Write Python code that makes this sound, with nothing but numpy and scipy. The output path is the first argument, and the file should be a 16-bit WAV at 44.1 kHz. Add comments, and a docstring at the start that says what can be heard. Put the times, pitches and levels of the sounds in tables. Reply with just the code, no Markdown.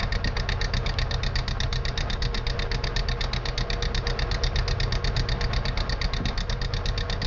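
"""A small two-cylinder diesel locomotive pulls a train at walking pace, heard from behind its open cab.
From the start the cylinders fire a quarter cycle apart, then rest: each firing barks from the stack
and sets the exhaust booming, over rumbling wheels, churning machinery and whining gears.
A loose fitting ticks at 0.9 s. The fan's hum sinks after 1.5 s and swells again near 5 s.
The running gear thumps now and then, hardest at 6.2 s."""
import sys
import numpy as np
from scipy.fft import rfft, irfft, next_fast_len
from scipy.io import wavfile
from scipy.ndimage import uniform_filter1d, map_coordinates

SR = 44100
rng = np.random.default_rng(int(sys.argv[2]) if len(sys.argv) > 2 else 0)


def int16_out(signal):
    """Quantize to a 16-bit WAV file."""
    q = np.round(np.clip(np.atleast_2d(signal).T, -1, 1) * 32767)
    wavfile.write(sys.argv[1], SR, q.astype(np.int16))


N = 320332
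TIME_S = np.arange(N) / SR


def amp(db):
    return 10 ** (np.asarray(db) / 20)


def unit_rms(x):
    return x / np.sqrt(np.mean(x ** 2, axis=-1, keepdims=True) + 1e-20)


def colour(points, hz):
    """Gain through (freq_hz, gain_db) points on a log frequency axis."""
    freq_hz, gain_db = np.transpose(points)
    return amp(np.interp(np.log(hz + 1), np.log(freq_hz), gain_db))


def resonances(modes, hz):
    """Causal response of (pitch_hz, width_hz, gain_db) modes."""
    return sum(amp(db) * 1j * hz * width / (pitch ** 2 - hz ** 2 + 1j * hz * width)
               for pitch, width, db in modes)


def curve(points, at_s=TIME_S):
    """Linear interpolation of (time_s, value) points."""
    return np.interp(at_s, *np.transpose(points))


def wobble(rate_hz):
    """Smooth random curve with knots at rate_hz."""
    return map_coordinates(rng.standard_normal(int(N * rate_hz / SR) + 4), [TIME_S * rate_hz])


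def filtered(x, response):
    size = next_fast_len(N + SR // 2)
    return irfft(rfft(x, size) * response(np.fft.rfftfreq(size, 1 / SR)), size)[:N]


def noise(response):
    return unit_rms(filtered(rng.standard_normal(N), response))


def placed(start_s, sounds):
    """Sum of short sounds, one row per start time."""
    index = np.round(start_s * SR).astype(int)[:, None] + np.arange(sounds.shape[1])
    inside = (index >= 0) & (index < N)
    return np.bincount(index[inside], sounds[inside], N)


# rumble spectrum: freq_hz, gain_db
RUMBLE_SPECTRUM = [(8, -20), (20, -2), (42, -7.5), (55, -4), (80, -8), (130, -14), (170, -17.5),
                   (300, -32.5), (600, -74.5)]
# rumble envelope: time_s, level_db
RUMBLE_LEVEL = [(0, -35), (0.5, -38.5), (1.7, -33), (2.1, -32.5), (3.4, -37.5), (4.1, -35.5), (5.4, -34.5),
                (6.4, -36), (7.26, -39.5)]


def rolling(swell_db=-0.5):
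    """Wheels and underframe rumble along the track."""
    rumble = noise(lambda hz: colour(RUMBLE_SPECTRUM, hz))
    return rumble * amp(curve(RUMBLE_LEVEL) + swell_db * wobble(4.1))


# taps, ahead of the fitting's colour: start_s, level_db
FITTING_TAPS = [(0.9403, -24)]


def fitting_tick(t60_s=0.012):
    """A loose steel fitting taps once."""
    start_s, level_db = np.transpose(FITTING_TAPS)
    t = np.arange(SR // 40) / SR
    taps = rng.standard_normal((len(start_s), len(t))) * amp(level_db[:, None] - 60 * t / t60_s)
    steel = [(800, -19), (2800, 1.5), (5500, -2.0), (7500, -24)]
    return filtered(placed(start_s, taps), lambda hz: colour(steel, hz))


# running gear blows: start_s, relative_peak_db
BLOWS = [(0.256, -23.5), (2.356, -26.5), (5.203, -27), (6.204, -20), (6.255, -21.5), (7.231, -27)]
# frame modes: pitch_hz, width_hz, gain_db
FRAME_MODES = [(124, 49, 3), (182, 35, 2), (237.5, 15, 2), (317, 54, -15)]


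def running_gear_thumps(t60_s=0.21, judder_db=-27, lowpass_hz=400, gain_db=1):
    """Slack running gear gives a dull blow and judders briefly; the frame answers."""
    start_s, peak_db = np.transpose(BLOWS)
    t = np.arange(SR // 4) / SR
    hz = np.fft.rfftfreq(len(t), 1 / SR)
    judder = rng.standard_normal((len(start_s), len(t))) * amp(judder_db - 60 * t / t60_s)
    force = (t == 0) + judder
    rings = irfft(rfft(force) * resonances(FRAME_MODES, hz) / (1 + 1j * hz / lowpass_hz) ** 2, len(t))
    rings /= np.abs(rings).max(axis=1, keepdims=True)
    return placed(start_s, rings * amp(peak_db + gain_db)[:, None])


# engine speed: time_s, cycle_rate_hz
ENGINE_SPEED = [(0.0, 8.231), (0.8, 8.025), (1.4, 8.146), (1.8, 8.004), (2.2, 8.18), (2.6, 8.074),
                (5.2, 8.242), (5.4, 8.102), (5.6, 8.294), (7.26, 8.336)]


def engine_cycles():
    """Cycles completed at each sample; clocks the fan, gears and firings."""
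    return np.cumsum(curve(ENGINE_SPEED)) / SR


# fan hum envelope: time_s, level_db
FAN_LEVEL = [(0, -34), (1.5, -37), (2.3, -46), (3.7, -46.5), (4.9, -33.5), (6, -45), (6.7, -37),
             (7.26, -36.5)]
# gear mesh tones: engine_order, gain_db
GEAR_MESHES = [(58, 0), (54, -9), (48.65, -7)]
# gear whine envelope: time_s, level_db
WHINE_LEVEL = [(0, -50), (0.4, -47), (1.7, -50.5), (2.7, -42.5), (3.4, -48), (4, -42.5), (4.7, -47),
               (5.2, -45), (5.8, -54.5), (7.26, -44)]
# lower whine envelope: time_s, level_db
LOW_WHINE_LEVEL = [(0, -67), (2.7, -58.5), (4.7, -50), (7.26, -69.5)]


def fan_and_gears(slip_rad=1.0, backlash_rad=0.8, low_backlash_rad=0.6, flutter_db=2):
    """Fan blades and gear teeth follow engine speed, unsteady through belt slip and backlash."""
    cycle_rad = 2 * np.pi * engine_cycles()

    def tone(order, play_rad):
        return unit_rms(np.sin(order * cycle_rad + play_rad * wobble(9)) * amp(flutter_db * wobble(14)))

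    hum = amp(curve(FAN_LEVEL)) * tone(order=11.15, play_rad=slip_rad)
    meshes = sum(amp(db) * tone(order, backlash_rad) for order, db in GEAR_MESHES)
    low_whine = amp(curve(LOW_WHINE_LEVEL)) * tone(order=44.2, play_rad=low_backlash_rad)
    return hum + amp(curve(WHINE_LEVEL)) * meshes + low_whine


# engine load: time_s, load_db
ENGINE_LOAD = [(0, -0.2), (0.8, 0.14), (1.6, -1.3), (3, 0.07), (4.6, 1), (6, 0.5), (6.6, -1.16), (7.26, 0)]


def load_db(at_s=TIME_S):
    """Engine load; drives churn, chuff and bark."""
    return curve(ENGINE_LOAD, at_s)


# engine and transmission spectrum: freq_hz, gain_db
CHURN_SPECTRUM = [(120, -22), (200, 6), (300, -2.5), (450, 0.5), (800, -1.5), (1300, -6), (1900, -8.5),
                  (2800, -13.5), (4700, -20.5), (5500, -23.5), (6700, -37.5), (7700, -60.5)]
# bonnet and frame panel modes: pitch_hz, width_hz, gain_db
PANEL_MODES = [(468.7, 26, 2.5), (573, 45, -4.5), (676, 44, 3), (851, 7.8, 4.5), (1088, 38, 6.5),
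               (1242, 59, 2.5), (1398, 53, 1), (1594, 91, 1)]


def machinery(level_db=-38, load_share=1.2, flutter_db=1.54, rattle_db=-1.0):
    """Valve gear, chains and bearings churn inside ringing panels, harder under load."""
    churn = noise(lambda hz: colour(CHURN_SPECTRUM, hz) * (1 + resonances(PANEL_MODES, hz)))
    roughness = amp(flutter_db * wobble(40) + rattle_db * wobble(400))
    return unit_rms(churn * roughness) * amp(level_db + load_share * load_db())


def firings(lag_cycles=0.245, scatter_s=0.0003):
    """One pair of firings per cycle: their times and cylinders (0 first, 1 second)."""
    completed = engine_cycles()
    cycle, cylinder = np.divmod(np.arange(2 * int(np.ceil(completed[-1]))), 2)
    fire_s = np.interp(cycle + lag_cycles * cylinder, completed, TIME_S)
    return fire_s + scatter_s * rng.standard_normal(len(fire_s)), cylinder


# silencer eddy spectrum: freq_hz, gain_db
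EDDY_SPECTRUM = [(70, -19), (120, 6.5), (150, -8.5), (190, 1), (240, -13), (330, -13.5), (600, -60.5)]


def silencer_chuff(fire_s, level_db=-43.5, rise_s=0.0065, t60_s=0.1):
    """After each firing, gas tumbles through the silencer: a short, low chuff."""
    t = np.arange(SR // 8) / SR
    puff = (1 - np.exp(-t / rise_s)) * amp(-60 * t / t60_s)
    flow = placed(fire_s, np.tile(puff, (len(fire_s), 1)))
    eddies = noise(lambda hz: colour(EDDY_SPECTRUM, hz))
    return unit_rms(flow * eddies) * amp(level_db + load_db())


# exhaust pipe and silencer modes: pitch_hz, width_hz, gain_db
PIPE_MODES = [(41.2, 8.4, 0.5), (60.6, 8.7, -8), (123.5, 5.7, 4.5), (179.6, 9.7, -0.5)]
# boom envelope: time_s, level_db
BOOM_LEVEL = [(0, -27), (0.6, -27.5), (2.7, -28.5), (3.4, -29), (4.5, -26), (5.5, -27), (6, -29.5),
              (7.26, -28)]


def exhaust_boom(fire_s, cylinder, lead_s=0.0001, width_s=0.0018, second_db=-1.3, scatter_db=0.9):
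    """Each firing pushes one smooth slug of gas through the resonant exhaust."""
    size = amp(second_db * cylinder + scatter_db * rng.standard_normal(len(fire_s)))
    pushes = placed(fire_s - lead_s, size[:, None])
    slug = lambda hz: np.exp(-0.5 * (2 * np.pi * hz * width_s) ** 2)
    boom = filtered(pushes, lambda hz: resonances(PIPE_MODES, hz) * slug(hz))
    return unit_rms(boom) * amp(curve(BOOM_LEVEL))


# hard firings: time_s, extra_hiss_db, extra_clack_db
HARD_FIRINGS = [(0.489, 1, 4.5), (0.986, 3, 1.5), (1.356, 2.5, 3), (1.603, 4, 2), (1.976, 2.5, 1),
                (2.961, 3, 2.5), (3.208, 2, 0.5), (3.331, 1.5, -0.5), (3.578, 2.5, -1.5), (4.435, 4, -2.5),
                (6.015, 1.5, 3.5)]
# first cylinder's hiss at even load: time_s, level_db
HISS_LEVEL = [(0, -42), (1.3, -39), (3, -39.4), (5, -40.5), (7.26, -40)]


def bark_levels(fire_s, cylinder, clack_db=-40.5, clack_fade_db_per_s=0.47, second_db=-1.76,
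                charge_db=0.11, hiss_scatter_db=1.04, clack_scatter_db=1.12):
    """Hiss and clack dB per firing: a pair shares its fuel charge, no two burn alike, a few hit hard."""
    charge, hiss, clack = rng.uniform(-np.sqrt(3), np.sqrt(3), (len(fire_s), 3)).T
    burn_db = np.array([hiss_scatter_db * hiss, clack_scatter_db * clack])
    burn_db += charge_db * np.repeat(charge[::2], 2)
    for time_s, *extra_db in HARD_FIRINGS:
        burn_db[:, np.argmin(np.abs(fire_s - time_s))] = extra_db
    effort_db = load_db(fire_s) + second_db * cylinder
    # the clack softens as the train gets under way
    base_db = np.array([curve(HISS_LEVEL, fire_s), clack_db - clack_fade_db_per_s * fire_s])
    return base_db + effort_db + burn_db


# gas jet spectrum: freq_hz, gain_db
JET_SPECTRUM = [(150, -40.5), (400, -19), (800, -4.5), (1500, -11), (2100, -1.5), (2600, -5.5),
                (3050, -13.5), (3700, -2), (4600, -2.5), (5500, -7), (6400, -15.5), (7100, -26),
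                (7600, -43.5)]
# steel stack modes: pitch_hz, width_hz, gain_db
STACK_MODES = [(1839, 83, 12), (3666, 96, 3), (4610, 110, 2), (5800, 100, -13)]


def stack_bark(fire_s, cylinder, lead_s=0.001302, first_rise_s=0.0011, second_rise_s=0.001, blow_s=0.01,
               tail_db=-13.0, tail_t60_s=0.19, ragged_db=2, turbulence_db=2.1, split_hz=2950):
    """The opening valve lets out a ragged jet that rings the stack; cab and bonnet scatter a tail."""
    def random_rows(length, smoothing):
        return unit_rms(uniform_filter1d(rng.standard_normal((len(fire_s), length)), smoothing, axis=1))

    t = np.arange(SR // 8) / SR
    hz = np.fft.rfftfreq(len(t), 1 / SR)
    hiss_db, clack_db = bark_levels(fire_s, cylinder)
    rise_s = np.where(cylinder, second_rise_s, first_rise_s)[:, None]
    opening = 1 - np.exp(-(t / rise_s) ** 2)
    blow = np.exp(-(t / blow_s) ** 2) * amp(ragged_db * random_rows(len(t), smoothing=30))
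    tail = amp(tail_db - 60 * t / tail_t60_s) * (1 - np.exp(-t / blow_s))
    jets = random_rows(len(t), smoothing=1) * opening * np.hypot(blow, tail)
    turbulence = amp(turbulence_db * random_rows(len(hz), smoothing=90))  # colours each puff
    spectra = rfft(jets) * turbulence * colour(JET_SPECTRUM, hz) * (1 + resonances(STACK_MODES, hz))
    lowpass = 1 / (1 + (hz / split_hz) ** 20)
    clack = unit_rms(irfft(spectra * lowpass, len(t))) * amp(clack_db)[:, None]
    hiss = unit_rms(irfft(spectra * (1 - lowpass), len(t))) * amp(hiss_db)[:, None]
    return placed(fire_s - lead_s, clack + hiss)


def scene():
    """Exhaust, machinery and running gear, summed to mono."""
    fire_s, cylinder = firings()
    exhaust = exhaust_boom(fire_s, cylinder) + silencer_chuff(fire_s) + stack_bark(fire_s, cylinder)
    engine = exhaust + machinery() + fan_and_gears()
    return (engine + rolling() + running_gear_thumps() + fitting_tick())[None]


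# microphone port mode, subtracted: pitch_hz, width_hz, gain_db
PORT_MODE = [(5940, 240, -9)]
CUTOFF_HZ = 7700


def record(dry):
    """The microphone port notches the treble; a steep lowpass limits the band."""
    notched = filtered(dry[0], lambda hz: 1 - resonances(PORT_MODE, hz))
    return filtered(notched, lambda hz: 1 / np.sqrt(1 + (hz / CUTOFF_HZ) ** 80))[None]


dry = scene()
out = record(dry)
int16_out(out)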